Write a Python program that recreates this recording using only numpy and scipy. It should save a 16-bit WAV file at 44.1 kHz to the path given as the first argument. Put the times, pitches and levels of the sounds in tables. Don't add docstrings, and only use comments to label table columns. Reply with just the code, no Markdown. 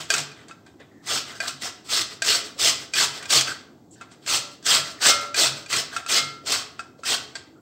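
import sys
import numpy as np
from scipy import signal
from scipy.fft import rfft, irfft, next_fast_len
from scipy.io import wavfile
from scipy.ndimage import uniform_filter1d, map_coordinates

SR = 44100
rng = np.random.default_rng(int(sys.argv[2]) if len(sys.argv) > 2 else 0)


def unload_wav(signal):
    wavfile.write(
        sys.argv[1],
        SR,
        np.round(np.clip(np.atleast_2d(signal).T, -1, 1) * 32767).astype(np.int16),
    )


def undo_db(level):
    steps = np.asarray(level, float) / 20
    return 10 ** steps


N = 335586


def unit(x):
    return x / np.sqrt(np.mean(x ** 2) + 1e-20)


def along(points, hz):
    f, v = np.transpose(points)
    return np.interp(np.log(hz + 1), np.log(f + 1), v)


def wobble(rate):
    knots = rng.standard_normal(int(N * rate / SR) + 4)
    return map_coordinates(knots, [np.arange(N) * rate / SR])


def filtered(x, response):
    m = next_fast_len(len(x) + SR // 2)
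    return irfft(rfft(x, m) * response(np.fft.rfftfreq(m, 1 / SR)), m)[:len(x)]


def peak(f, hz, width):
    return 1j * f * width / (hz * hz - f * f + 1j * f * width)


def patchy(x, depth_db, bands, frames):
    z = signal.stft(x, nperseg=256)[2]
    field = uniform_filter1d(rng.standard_normal(z.shape), size=bands, axis=0)
    field = uniform_filter1d(field, size=frames, axis=1)
    return unit(signal.istft(z * undo_db(depth_db * unit(field)), nperseg=256)[1][:N])


def air():
    # pitch_hz, level_db (per Hz)
    tone = [(18, -70), (30, -43), (85, -13.5), (102, -7), (200, -9), (240, -5), (304, -4), (552, -18),
            (754, -17.5), (2310, -50.5), (7630, -37.5), (9640, -55.5), (13000, -45.5), (16000, -47.5)]
    hum = filtered(rng.standard_normal(N), lambda f: undo_db(along(tone, f)))
    return undo_db(-52.5) * patchy(hum, depth_db=1.0, bands=2, frames=40)


def contact(rows, ring_db_per_s):
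    land_s = 60 / 1103.5
    touch_db, sag_db = -8, -1.5
    let_go_s, let_go_db = 0.056, -17
    t = np.arange(0, N / SR + .01, .001)
    power = undo_db(2 * -85)
    for s, swell, hold, db in rows:
        times = s + np.cumsum([-land_s, land_s, swell, hold, let_go_s, 1])
        steps = np.cumsum([touch_db - 60, 60, -touch_db, sag_db, let_go_db, -ring_db_per_s])
        power = power + undo_db(2 * (db + np.interp(t, times, steps)))
    return np.interp(np.arange(N) / SR, t, 10 * np.log10(power))


def pressure():
    # touch_s, swell_s, hold_s, rasp_db, body_db (re rasp)
    strokes = [(0.103, 0.011, 0.089, -26.5, -4), (1.072, .035, 0.07, -23.5, -8.5),
               (1.616, 0.006, .05, -29.5, -5.5), (1.895, 0.039, 0.07, -21, -10.5),
               (2.245, 0.044, 0.068, -18, -10), (2.598, 0.049, 0.043, -14.5, -11),
               (2.953, 0.031, 0.056, -17, -9), (3.304, 0.048, 0.027, -13, -10),
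               (4.278, 0.056, 0.03, -18, -10.5), (4.662, 0.044, 0.062, -15, -9),
               (5.024, 0.037, 0.042, -12.5, -8.5), (5.365, .035, 0.05, -14.5, -8.5),
               (5.702, 0.033, 0.055, -21.5, -7), (6.091, 0.037, 0.054, -17.5, -7.5),
               (6.47, .04, 0.047, -21.5, -7.5), (7.059, 0.037, 0.036, -18.5, -8.5)]
    # touch_s, length_s, rasp_db, body_db (re rasp)
    drags = [(.002, 0.0053, -30.5, -2), (1.03, 0.034, -54, -2), (1.85, 0.044, -43.5, -8),
             (5.002, 0.016, -39, -3), (1.26, 0.067, -41.5, 1.5), (1.35, 0.015, -41.5, -6),
             (1.41, 0.051, -34, -0.5), (1.468, 0.023, -29.5, -14), (.34, 0.095, -57.5, 6),
             (2.1, 0.033, -40, -3.5), (2.44, 0.025, -36.5, -5.5), (2.79, 0.037, -38, -5.5),
             (3.13, 0.056, -37, -2.5), (3.22, 0.036, -43, 4), (3.46, 0.049, -32.5, -1),
             (4.22, 0.052, -53, -2.5), (4.51, 0.025, -47.5, -14), (4.85, 0.063, -38, -4),
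             (5.2, 0.035, -37.5, -1), (5.55, .05, -40, -5), (5.92, 0.061, -35.5, 0), (6.58, 0.013, -32, -3)]
    # touch_s, length_s, rasp_db, body_db (re rasp)
    scuffs = [
        (.484, .03, -52.5, 2.5),
        (.664, 0.011, -57.5, 6),
        (.8, .008, -58, 13),
        (3.92, 0.065, -57.5, -24),
        (4.011, 0.0096, -50.5, 6),
        (4.113, 0.012, -50, 0),
        (6.791, .008, -43, -0.5),
        (6.988, .01, -57.5, -5),
        (7.354, 0.011, -39, 1.5),
    ]
    rows = [(*row, -17.5) for row in strokes]
    for table, swell_share, fizz in (drags, 0.35, -17), (scuffs, 0.3, -28):
        for s, length, db, body in table:
            rows.append((s, swell_share * length, (1 - swell_share) * length, db, body, fizz))
    s, swell, hold, db, body, fizz = np.transpose(rows)
    rasp_db = contact(zip(s, swell, hold, db), ring_db_per_s=167)
    body_db = contact(zip(s, swell, hold, db + body), ring_db_per_s=114)
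    fizz_db = contact(zip(s, swell, hold, db + fizz), ring_db_per_s=164.5)
    return rasp_db, body_db - rasp_db, fizz_db - rasp_db


def ticks(rate, spread_db, life):
    when, size = rng.random((2, N))
    catch = (when < rate / SR) * undo_db(-spread_db * np.log(size + 0.0054))
    fade = np.exp(-np.arange(SR // 100) / SR / life)
    power = abs(signal.fftconvolve(catch ** 2, fade)[:N])
    return unit(np.sqrt(power) * rng.standard_normal(N))


def teeth(count, low_hz, high_hz, cycles, spread_db):
    when, pitch, size = rng.random((count, 3)).T[:, :, None]
    hz = low_hz + (high_hz - low_hz) * pitch
    k = np.arange(SR // 250)
    decay = np.exp(-k * hz / SR / cycles)
    twang = undo_db(-spread_db * np.log(size + 0.0058)) * decay * np.sin(2 * np.pi * hz * k / SR)
    places = (when * N).astype(int) + k
    return unit(np.bincount(places.ravel(), twang.ravel(), minlength=N)[:N])


def walls(f):
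    # pitch_hz, width_hz, level_db
    steel = [(425.6, 22, 0), (667, 18, -0.5), (1224, 150, -8), (1535, 27, -5.5), (2010, 77, -4),
             (2410, 22, -12.5), (3270, 240, -11), (3630, 28, -10), (4170, 60, -11.5), (4470, 240, -9),
             (5460, 350, -15.5), (6330, 120, -3), (7690, 1100, -2.5)]
    return 1 + undo_db(2) * sum(undo_db(db) * peak(f, hz, width) for hz, width, db in steel)


def rasp():
    # pitch_hz, level_db (per Hz)
    tear_tone = [(1180, -27), (2000, -12), (2380, -9), (2590, -4), (5140, 0.5), (6460, -6), (7680, -5),
                 (8770, -9), (10500, -28), (13600, -54.5), (22000, -120)]
    # pitch_hz, level_db (per Hz)
    body_tone = [(88, -43.5), (150, -16), (277, -8.5), (611, -7), (667, -3.5), (889, -7.5), (1360, -1.5),
                 (3000, -8.5), (3900, -7.5), (6600, -120)]
    # pitch_hz, level_db (per Hz)
    fizz_tone = [(5290, -55), (9000, -23), (10200, -8), (11400, -6), (13900, -0.5), (15700, -4)]
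    # peak_s, surge_db
    snags = [(1.106, 0.5), (1.484, 8), (1.945, 2.5), (2.018, 7), (2.308, 4.5), (2.7, 4.5), (3.33, 3.5),
             (4.301, 1.5), (4.75, 4.5), (5.095, 1), (5.399, 0.5), (5.769, 4), (5.8, 2.5), (6.134, -2),
             (6.526, 6.5), (6.542, 5.5), (7.12, 0.5), (7.147, 6.5)]
    rasp_db, body_db, fizz_db = pressure()
    grip_db = rasp_db + 0.65 * wobble(40)
    reach = SR // 50
    surge = np.exp(-(np.arange(-reach, reach) / SR / 0.0063) ** 2)
    for s, db in snags:
        grip_db[round(s * SR) - reach:][:2 * reach] += db * surge

    scratch = ticks(rate=5500, spread_db=-1.5, life=0.00038)
    tear = teeth(count=30000, low_hz=1850, high_hz=10500, cycles=6.8, spread_db=3.0) + 1.92 * scratch
    tear = filtered(tear, lambda f: undo_db(along(tear_tone, f)) * walls(f))
    tear = patchy(tear, depth_db=2.0, bands=3, frames=9)
    body = ticks(rate=2500, spread_db=2.0, life=.0009)
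    body = filtered(body, lambda f: undo_db(along(body_tone, f)) * walls(f))
    body = patchy(body, depth_db=3.0, bands=2, frames=9)
    fizz = unit(filtered(scratch, lambda f: undo_db(along(fizz_tone, f))))
    return undo_db(grip_db - 2.0) * (tear + undo_db(body_db + 1.0) * body + undo_db(fizz_db) * fizz)


def weight():
    # peak_s, drone_db
    pushes = [(.21, -38), (1.14, -40), (1.55, -50), (1.97, -61), (2.33, -45), (2.67, -42.5), (2.82, -51),
              (3.03, -40.5), (3.37, -38), (4.32, -43.5), (4.79, -39.5), (5.19, -48.5), (5.47, -36.5),
              (5.77, -41), (6.22, -35.5), (6.5, -59), (7.2, -48), (.002, -48)]
    rise_db_per_s, fall_db_per_s, hold_s = 230.5, 124, 0.008
    s, db = np.transpose(pushes)[:, :, None]
    t = np.arange(0, N / SR + .01, .005)
    build = rise_db_per_s * np.clip(s - t, 0, None)
    fade = fall_db_per_s * np.clip(t - s - hold_s, 0, None)
    return np.interp(np.arange(N) / SR, t, (db - build - fade).max(axis=0))


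def counter():
    turns = np.cumsum(140 + 6 * wobble(18)) / SR
    drone = undo_db(weight() - 2 + 3.0 * wobble(17)) * np.sin(2 * np.pi * turns)
    push_db = uniform_filter1d(pressure()[0], size=SR // 10)
    rumble = unit(filtered(rng.standard_normal(N), lambda f: peak(f, 95, 70) ** 2))
    return drone + undo_db(-43.5 + 0.41 * push_db) * rumble


def ring(modes, t, middle_db, high_db, rattle):
    hz, db, t60 = np.transpose(modes)[:, :, None]
    middle_hz, high_hz = 1900, 3000
    db = db + middle_db * ((hz > middle_hz) & (hz < high_hz)) + high_db * (hz > high_hz)
    shake = rattle * np.cumsum(rng.standard_normal((len(modes), len(t))), axis=1)
    return np.sum(undo_db(db - 60 * t / t60) * np.sin(2 * np.pi * hz * t + shake), axis=0)


def blows(events, modes, ring_db, crack_t60, rattle, settle_db):
    # pitch_hz, level_db (per Hz)
    crack_tone = [(300, -66), (1200, -7), (4500, -2), (8200, -0.5), (9800, -22), (16000, -30)]
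    lead_s = attack_s = .0003
    out, t = np.zeros(N + SR), np.arange(SR // 5) / SR
    settle = settle_db * np.clip((t - .017) / .004, 0, 1)
    for s, db, crack_db, middle_db, high_db in events:
        crack = unit(filtered(rng.standard_normal(len(t)), lambda f: undo_db(along(crack_tone, f))))
        crack = undo_db(crack_db - 3.5 - 60 * t / crack_t60) * crack
        clank = undo_db(ring_db + settle) * ring(modes, t, middle_db, high_db, rattle)
        blow = undo_db(db) * (clank + crack) * (1 - np.exp(-t / attack_s))
        out[round((s - lead_s) * SR):][:len(t)] += blow
    return out[:N]


def foot():
    # peak_s, peak_db, crack_db, middle_modes_db, high_modes_db
    clacks = [(0.103, -7.5, -3, 3, 0), (1.4028, -13, -10, 3.5, -2.5), (2.2207, -12, -4, -1, -1.5),
              (2.9365, -21.5, 2.5, 15, 9.5), (3.3048, -18, 4.5, 4, 4.5), (4.2625, -32, 3.5, -5, -1),
              (4.6647, -17, 1, -9, -1), (5.021, -25.5, 3, 0, 3), (5.344, -17, -4, 7.5, 0.5),
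              (5.7052, -35, 5.5, 3, -0.5), (6.096, -28.5, 1.5, 11, 5.5), (6.4615, -45, 15, -8, -5),
              (7.3538, -22.5, -10, -8, 3),
              (0.1806, -25, 8, 10, -9), (0.3157, -34.5, -7.5, 7, -3), (0.4828, -43.5, 4, -11, 3),
               (0.664, -41, -8, -3, -6), (0.8, -46.5, -16, 5, -3), (2.3489, -23, 1.5, 3, 17),
               (3.226, -32, 2, -0.5, 2), (3.256, -27.5, -2, 4.5, -8.5), (3.41, -25.5, 14, -9.5, -1),
               (4.114, -48, -13, -5, 3.5), (4.627, -42.5, -2, -16, 7), (5.661, -34, -3, 9.5, 3)]
    # pitch_hz, level_db, t60_s
    modes = [(665, -9, .06), (1100, -18, .04), (1586, 0, .12), (1720, -14, .04), (1995, -15, .07),
             (2438, -6, .09), (3370, -13, .06), (4050, -15, .07), (4600, -5, .12), (5350, -11, .05),
             (6300, -13, .04), (7700, -8, .07)]
    return blows(clacks, modes, ring_db=-8, crack_t60=0.051, rattle=.022, settle_db=-10)


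def knocks():
    # peak_s, peak_db, crack_db, middle_modes_db, high_modes_db
    hits = [
        (0.1388, -16.5, 4.5, 4.5, 8),
        (0.511, -29.5, -15, -2.5, -6),
        (1.4943, -24.5, -12, 0.5, 0),
        (3.4756, -25, -11, 1, -2),
        (4.0114, -28.5, -11.5, -3.5, -4.5),
        (5.7292, -18, -0.5, 1.5, 4),
        (5.9643, -14, -7.5, -4, -2.5),
        (6.0628, -23.5, -7, 0, -1),
        (6.7935, -19, -14, -3, -4),
        (7.0345, -23.5, -10.5, -6, -8),
    ]
    # pitch_hz, level_db, t60_s
    modes = [(710, -19.5, 0.26), (1230, -33, 0.053), (1250, -21, 0.14), (1357, 2.5, 0.082),
             (1440, -15, 0.057), (1580, -10, 0.19), (2575, -1, 0.07), (3720, -15, 0.079), (4200, -26, 0.12),
             (4680, -10.5, 0.071)]
    return blows(hits, modes, ring_db=-7.0, crack_t60=0.056, rattle=0.027, settle_db=-3.0)


def bumps():
    # start_s, peak_db
    touches = [
        (0.801, -37),
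        (2.563, -38.5),
        (6.434, -35),
        (6.991, -38),
    ]
    out, t = np.zeros(N + SR), np.arange(SR // 5) / SR
    for s, db in touches:
        puff = unit(filtered(rng.standard_normal(len(t)), lambda f: peak(f, 460, 280) ** 2))
        out[round(s * SR):][:len(t)] += undo_db(db - 7.5 - 60 * t / .1) * puff
    return out[:N]


def rubs():
    # start_s, end_s, pitch_hz, level_db
    slides = [
        (.91, 1.05, 1850, -64),
        (3.955, 4.01, 1620, -61),
        (1.31, 1.38, 1540, -48),
        (7.557, 7.6, 1330, -62),
        (3.908, 3.955, 7500, -54),
        (5.91, 5.962, 1600, -44),
        (4.975, 4.995, 1900, -48),
        (3.478, 3.525, 1520, -32),
    ]
    out = np.zeros(N + SR)
    for start, end, hz, db in slides:
        t = np.arange(round((end - start) * SR)) / SR
        fade = np.clip(np.minimum(t, end - start - t) / 0.003, 0, 1)
        tone = unit(filtered(rng.standard_normal(len(t)), lambda f: peak(f, hz, 0.16 * hz) ** 2))
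        out[round(start * SR):][:len(t)] += undo_db(db) * fade * tone
    return out[:N]


def dish():
    # start_s, level_db, middle_modes_db, high_modes_db, lowest_mode_db
    lifts = [
        (4.27, -33.5, -9, -9, 0),
        (4.7, -31.5, -13, -8, -4),
        (5.08, -21, 4, -9, -3.5),
        (5.42, -51, -9, -7.5, 13.5),
        (6.16, -29, 9.5, 14, -37),
    ]
    # pitch_hz, level_db, t60_s
    modes = [(580, -10, 1.5), (1265, -4, .7), (1357, 0, .9), (2127, -3, .43), (4045, -8, .3)]
    out, t = np.zeros(N + SR), np.arange(SR // 2) / SR
    touch = 1 / (1 + np.exp((t - .28) / 0.011))
    swell = 1 - np.exp(-t / 0.012)
    for s, db, middle_db, high_db, low_db in lifts:
        upper = ring(modes[1:], t, middle_db, high_db, rattle=.004)
        lowest = undo_db(low_db) * ring(modes[:1], t, 0, 0, rattle=0)
        out[round(s * SR):][:len(t)] += undo_db(db) * (upper + lowest) * swell * touch
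    return out[:N]


def kitchen(x):
    # pitch_hz, t60_s
    decay = [(200, 0.78), (2000, 0.46), (6000, 0.39), (12000, 0.032)]
    hz, t, z = signal.stft(rng.standard_normal(SR), SR, nperseg=256)
    tail = signal.istft(z * undo_db(-60 * t / along(decay, hz)[:, None]), SR, nperseg=256)[1]
    late = np.pad(x, (200, 0))
    return signal.fftconvolve(late, tail / np.linalg.norm(tail))[:N]


def scene():
    rub = rasp()
    hits = foot() + knocks() + bumps() + rubs()
    room = undo_db(-10.5) * kitchen(rub) + undo_db(-16) * kitchen(hits)
    return (rub + hits + dish() + room + counter() + air())[None]


def low_pass(x):
    return signal.sosfilt(signal.butter(12, 16650, fs=SR, output="sos"), x)


def record(dry):
    mix = filtered(dry[0], lambda hz: (hz < 15750) / (1 + (42 / (hz + 1)) ** 4))
    return low_pass(mix[None])


dry = scene()
out = record(dry)
unload_wav(out)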